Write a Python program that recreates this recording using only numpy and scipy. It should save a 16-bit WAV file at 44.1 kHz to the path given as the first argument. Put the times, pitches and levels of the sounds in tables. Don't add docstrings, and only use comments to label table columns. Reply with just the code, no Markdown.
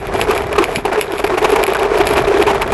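import sys
import numpy as np
from scipy import signal
from scipy.fft import rfft, irfft, next_fast_len
from scipy.io import wavfile
from scipy.ndimage import uniform_filter1d

SR = 44100
rng = np.random.default_rng(int(sys.argv[2]) if len(sys.argv) > 2 else 0)


def to_wav(sig):
    pcm = np.clip(np.atleast_2d(sig), -1, 1) * 32767
    pcm = np.round(pcm).astype(np.int16)
    wavfile.write(sys.argv[1], SR, pcm.T)


N = 120393
TIME = np.arange(N) / SR


def from_db(db):
    return 10 ** (np.asarray(db) / 20)


def rms_one(x):
    return x / np.sqrt(np.mean(x ** 2) + 1e-20)


def in_time(rows):
    return np.interp(TIME, *np.transpose(rows))


def drift(hz):
    step = 40
    r = np.exp(-2 * np.pi * hz * step / SR)
    noise = rng.standard_normal(N // step + 2002)
    slow = signal.lfilter([1], [1, -2 * r, r * r], noise)[2000:]
    return np.interp(np.arange(N) / step, np.arange(len(slow)), rms_one(slow))


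def colour(x, points):
    size = 2 * next_fast_len(N)
    hz, db = np.transpose(points)
    bins_hz = np.arange(size // 2 + 1) * SR / size
    shape_db = np.interp(np.log(bins_hz + 1), np.log(hz), db)
    cepstrum = irfft(np.log(from_db(shape_db)))
    cepstrum[size // 2:] = 0
    response = np.exp(2 * rfft(cepstrum))
    return rms_one(irfft(rfft(x, size) * response)[:N])


def ring(x, hz, t60):
    r = from_db(-60 / (t60 * SR))
    w = 2 * np.pi * hz / SR
    return signal.lfilter([0, np.sin(w)], [1, -2 * r * np.cos(w), r * r], x + 1e-18)


def resonate(x, hz, width):
    r = np.exp(-np.pi * width / SR)
    w = 2 * np.pi * hz / SR
    return rms_one(signal.lfilter([1, 0, -1], [1, -2 * r * np.cos(w), r * r], x))


def grains(per_s, spread_db):
    sizes = from_db(spread_db * np.minimum(rng.exponential(1, N), 4))
    signs = rng.choice([-1, 1], N)
    return sizes * signs * (rng.random(N) < per_s / SR)


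def even(x, seconds):
    power = uniform_filter1d(x ** 2, int(seconds * SR))
    return x / np.sqrt(np.maximum(power, 1e-9))


def around(start):
    at = int(start * SR)
    return slice(max(at - SR // 100, 0), at + SR // 10)


GRAINS_PER_S, GRAIN_SPREAD_DB = 1500, 3.2
CRUST_PER_S, CRUST_CYCLES = 600, 25
CRUST_LOW_HZ, CRUST_HIGH_HZ = 643, 3780


def crust():
    pitches = np.geomspace(CRUST_LOW_HZ, CRUST_HIGH_HZ, 14)
    out = np.zeros(N)
    for hz in pitches:
        cracks = grains(CRUST_PER_S / len(pitches), GRAIN_SPREAD_DB)
        out += ring(cracks, hz, CRUST_CYCLES / hz) / np.sqrt(hz)
    return rms_one(out)


# start_s, level_db (relative)
GLIDE_LEVEL = [(0, -31.5), (.09, -26.5), (.16, -19.5), (.25, -23), (.34, -18), (.42, -23.5), (.49, -23),
               (.54, -23.5), (.66, -22.5), (.73, -25), (.8, -25.5), (.83, -34), (.88, -24), (.96, -20),
               (1.02, -29.5), (1.08, -28), (1.13, -24.5), (1.2, -27), (1.225, -29.5), (1.28, -21),
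               (1.37, -24.5), (1.5, -22), (1.6, -19), (1.65, -24.5), (1.72, -23), (1.81, -17.5),
               (1.89, -21), (1.97, -22.5), (2.04, -19.5), (2.16, -19.5), (2.24, -19.5), (2.44, -21),
               (2.53, -19.5), (2.58, -24), (2.63, -18), (2.67, -26), (2.73, -23.5)]
# (per Hz, relative)
SNOW_SPECTRUM = [(150, -37), (300, -6.5), (520, 6), (800, 11.5), (1200, 6), (1800, 4), (2600, -7),
                 (3600, -13), (5500, -20.5), (7800, -36), (9000, -41.5), (11400, -37)]
# pitch_hz, width_hz, level_db (relative)
FRAME_RESONANCES = [(406, 37.5, 0.5), (668, 23, -8), (920, 76, -22), (2338, 43, -17.5)]
SNOW_DB, CRUST_DB = -3, -5
LURCH_DB, LURCH_HZ = 2.83, 45.7


def runners():
    load = from_db(in_time(GLIDE_LEVEL) + LURCH_DB * drift(LURCH_HZ))
    snow = from_db(SNOW_DB) * colour(grains(GRAINS_PER_S, GRAIN_SPREAD_DB), SNOW_SPECTRUM)
    frame = np.zeros(N)
    for hz, width, db in FRAME_RESONANCES:
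        drone = resonate(rng.standard_normal(N), hz, width)
        frame += from_db(db) * even(drone, seconds=.03)
    return load * (snow + frame + from_db(CRUST_DB) * crust())


# pitch_hz, level_db (relative), fade_s (time to fall by 60 dB)
HOUSING_TONES = [(2394, -5, 0.0065), (2960, -14, 0.012), (3250, -9, 0.0035), (5260, -16, 0.0036),
                 (6900, -20, 0.0057), (8060, -23.5, 0.009), (9950, -18, 0.006), (11320, -12, 0.0044)]


def housing(clicks):
    out = np.zeros(N)
    for k, (hz, db, t60) in enumerate(HOUSING_TONES):
        out += from_db(db) * ring(clicks, hz, t60) * (-1) ** k
    return out


# start_s, level_db (relative)
SPRAY_LEVEL = [(0, -36), (.1, -69), (.18, -30), (.24, -33), (.275, -43), (.33, -35), (.39, -30.5),
               (.44, -44), (.5, -64), (.56, -68), (.66, -38), (.72, -33.5), (.78, -27), (.83, -51),
               (.93, -67), (.99, -36), (1.025, -27), (1.08, -47), (1.19, -33), (1.33, -65), (1.5, -34),
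               (1.64, -45), (1.72, -62), (1.83, -59), (1.9, -76), (2.03, -60), (2.1, -25), (2.2, -48),
               (2.34, -65), (2.49, -44), (2.57, -61), (2.73, -65.5)]
STRAY_PER_S, STRAY_SPREAD_DB, STRAY_DB = 200, 3, 5.5
POWDER_PER_S, POWDER_SPREAD_DB, POWDER_DB = 1300, 3.5, -2.5


def spray():
    stray = from_db(STRAY_DB) * housing(grains(STRAY_PER_S, STRAY_SPREAD_DB))
    powder = from_db(POWDER_DB) * rms_one(housing(grains(POWDER_PER_S, POWDER_SPREAD_DB)))
    return from_db(in_time(SPRAY_LEVEL)) * (stray + powder)


# (per Hz, relative)
WIND_SPECTRUM = [(15, -14), (30, -6), (45, 3), (65, -0.5), (115, -5.5), (170, -7.5), (280, -10), (600, -23),
                 (4000, -86)]
# start_s, level_db (relative)
WIND_STRENGTH = [(0, -29.5), (.17, -26.5), (.42, -29), (.55, -30.5), (.7, -32), (.9, -32.5), (1.15, -37),
                 (1.25, -32), (1.55, -32.5), (1.68, -35), (1.8, -32.5), (1.95, -31.5), (2.1, -26),
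                 (2.38, -31), (2.55, -27), (2.62, -29.5), (2.73, -22.5)]
WIND_DB = 0.5
GUST_DB, GUST_HZ = 0.3, 6


def wind():
    level_db = WIND_DB + in_time(WIND_STRENGTH) + GUST_DB * drift(GUST_HZ)
    return from_db(level_db) * colour(rng.standard_normal(N), WIND_SPECTRUM)


# start_s, strength_db (relative)
CRUMB_HITS = [(0.0698, -17), (0.1391, -14), (0.2049, -12), (0.2137, 2), (0.238, -15), (0.2849, -17),
              (0.3122, -7), (0.3505, -15), (0.3779, -7), (0.4212, -17), (0.4692, -18), (0.5287, -13),
              (0.5634, -16), (0.62, -16), (0.6408, 0), (0.7592, 0), (0.8541, -7), (0.9312, -15),
              (1.0118, 1), (1.0219, -14), (1.121, -13), (1.1824, -11), (1.1902, -15), (1.1983, -15),
              (1.2478, -13), (1.2665, -16), (1.275, -14), (1.3805, -9), (1.3928, -17), (1.4278, -13),
              (1.4916, -16), (1.5037, -11), (1.5196, -7), (1.5605, -9), (1.6297, -9), (1.6378, -1),
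              (1.6661, -5), (1.6789, -14), (1.7023, -13), (1.735, -10), (1.7488, -15), (1.7684, -12),
              (1.7947, -15), (1.8311, -11), (1.9772, -10), (1.9842, -13), (2.0128, -11), (2.0558, -15),
              (2.0706, 0), (2.0775, -8), (2.0899, -9), (2.1089, -14), (2.1359, -9), (2.1424, -16),
              (2.1707, -12), (2.18, -10), (2.2038, -16), (2.2217, -17), (2.2838, -14), (2.3861, -17),
              (2.4046, -17), (2.4256, -4), (2.4692, -15), (2.5464, -18), (2.5532, -17), (2.6193, -5),
              (2.6777, -17), (2.721, -11)]
CRUMB_DB = 1.5
CRACK_DB, CRACK_S = -1, 0.0007
SHATTER_DB, SHATTER_S = -27.5, 0.0063


def crumbs():
    clicks, debris = np.zeros(N), np.zeros(N)
    for start, db in CRUMB_HITS:
        at = int(start * SR)
        t = TIME[:min(SR // 10, N - at)]
        span = slice(at, at + len(t))
        crack = rng.standard_normal(len(t)) * np.exp(-np.minimum(t / CRACK_S, 20))
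        clicks[at] += from_db(db)
        clicks[span] += from_db(db + CRACK_DB) * crack / np.linalg.norm(crack)
        debris[span] += from_db(db) * np.exp(-t / SHATTER_S)
    bits = from_db(SHATTER_DB) * debris * rms_one(grains(POWDER_PER_S, POWDER_SPREAD_DB))
    return from_db(CRUMB_DB) * housing(clicks + bits)


# start_s, length_s, pitch_hz, level_db
THUD_HITS = [(.072, .015, 124, -25.5), (0.169, 0.014, 109, -22.5), (.245, 0.012, 134, -31),
             (0.443, 0.02, 104, -28.5), (0.773, 0.0043, 172, -17), (0.786, 0.0047, 277, -17.5),
             (1.52, 0.029, 287, -22), (2.21, 0.027, 135, -26)]


def thuds():
    out = np.zeros(N)
    for start, length, hz, db in THUD_HITS:
        span = around(start)
        t = TIME[span] - start
        bell = np.exp(-(2 * t / length - 1) ** 2 / 2)
        tone = np.sqrt(2) * np.sin(2 * np.pi * (hz * t + rng.random()))
        out[span] += from_db(db) * bell * tone
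    return out


JOLT_ATTACK_S, JOLT_DECAY_S = 0.0068, 0.0048


def jolt_shape(t, length):
    rise = np.sin(np.pi / 2 * np.clip(t / JOLT_ATTACK_S + .5, 0, 1)) ** 2
    return rise * np.exp(-np.clip((t - length) / JOLT_DECAY_S, 0, 20))


# start_s, length_s, frame_pitch_hz (before wander), frame_level_db (relative),
# crunch_level_db (relative), crunch_pitch_hz
BUMPS = [(0.29, 0.011, 392.5, -6.5, -18.5, 950), (0.306, 0.0069, 400, -47, -14, 1150),
         (0.554, 0.01, 414, -21, -20.5, 1210), (0.582, 0.0072, 415, 2, -3, 1050),
         (0.601, 0.012, 335, -6, -21, 1080), (0.622, 0.011, 404, -12, -14.5, 1010),
         (0.682, 0.013, 424, -14, -25.5, 700), (0.85, 0.012, 390, -10, -14, 796),
         (0.975, 0.021, 414, -7.5, -19.5, 830), (1.129, 0.0073, 370, -17, -42, 660),
         (1.144, 0.0034, 417, -29, -39, 990), (1.194, .01, 398, -16, -16.5, 660),
         (1.241, 0.0039, 394, -4.5, -6.5, 750), (1.320, 0.031, 378, -12, -22.5, 1080),
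         (1.374, 0.013, 400, -16.5, -12, 740), (1.417, 0.018, 413, -8.5, -18.5, 770),
         (1.4428, .011, 400, -6.5, -5, 798), (1.493, 0.011, 395, -10.5, -14, 786),
         (1.524, 0.015, 406, -4, -14.5, 940), (1.558, 0.0096, 411.6, -8.5, -10, 810),
         (1.586, 0.018, 430, -16, -19.5, 920), (1.678, 0.0079, 400, -12, -15.5, 746),
         (1.748, 0.0037, 414, -17, -11, 1500), (1.846, 0.016, 420, -11.5, -18.5, 880),
         (1.917, 0.0023, 420, -2, -41, 800), (1.933, 0.046, 420, -12.5, -22.5, 640),
         (2.002, 0.011, 384, -3, -7, 770), (2.107, 0.0038, 390, -5.5, -17, 740),
         (2.165, 0.031, 364, -12.5, -13.5, 710), (2.271, 0.018, 395, -9.5, -18.5, 690),
         (2.297, 0.024, 397, -6, -21.5, 670), (2.336, 0.018, 395, -10.5, -45, 700),
         (2.362, 0.028, 387, -11, -27, 790), (2.395, 0.011, 391.4, -1, -16.5, 850),
         (2.414, 0.0079, 365, -7.5, -12, 775), (2.466, 0.05, 410, -9, -13.5, 880),
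         (2.613, .016, 400, -25, -14, 880), (2.72, 0.011, 424, -12, -13.5, 860)]
# (per Hz, relative)
CRUNCH_SPECTRUM = [(150, 2), (300, 1.5), (520, -9.5), (800, 6.5), (1200, 3.5), (1800, -4), (2600, 0.5),
                   (3600, -15), (5500, -27), (7800, -34), (9000, -44), (11400, -23)]
JOLT_FRAME_DB, JOLT_CRUNCH_DB = -3.1, -1.13
JOLT_GRIT_DB, JOLT_RING_DB, JOLT_RING_WIDTH_HZ = -3.5, -1, 137
PITCH_WANDER = 0.063


def jolts():
    out = np.zeros(N)
    clock = np.cumsum(1 + PITCH_WANDER * drift(hz=91.2)) / SR
    crushed = grains(2 * GRAINS_PER_S, GRAIN_SPREAD_DB)
    grit = from_db(JOLT_GRIT_DB) * colour(crushed, CRUNCH_SPECTRUM)
    rub = rng.standard_normal(N)
    for start, length, hz, frame_db, crunch_db, crunch_hz in BUMPS:
        span = around(start)
        shape = jolt_shape(TIME[span] - start, length)
        cycles = hz * (clock[span] - clock[span][0]) + rng.random()
        judder = np.sqrt(2) * np.sin(2 * np.pi * cycles)
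        hollow = resonate(rub[span], crunch_hz, JOLT_RING_WIDTH_HZ)
        hollow = from_db(JOLT_RING_DB) * hollow / np.sqrt(np.average(hollow ** 2, weights=shape))
        frame = from_db(JOLT_FRAME_DB + frame_db) * judder
        crunch = from_db(JOLT_CRUNCH_DB + crunch_db) * (grit[span] + hollow)
        out[span] += shape * (frame + crunch)
    return out


SLED_LOW_HZ = 204


def scene():
    bass_cut = signal.butter(2, SLED_LOW_HZ, "high", fs=SR, output="sos")
    sled = signal.sosfilt(bass_cut, runners() + jolts())
    return (sled + thuds() + crumbs() + spray() + wind())[None]


OVERLOAD, KNEE = .63, 10
CUTOFF_HZ, TOP_HZ, LEAK_DB = 12080, 15500, -30


def record(dry):
    clipped = dry / (1 + np.abs(dry / OVERLOAD) ** KNEE) ** (1 / KNEE)
    cut = signal.fftconvolve(clipped, signal.firwin(301, CUTOFF_HZ, fs=SR)[None], "same")
    top_cut = signal.butter(12, TOP_HZ, fs=SR, output="sos")
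    return signal.sosfilt(top_cut, cut + from_db(LEAK_DB) * clipped)


dry = scene()
out = record(dry)
to_wav(out)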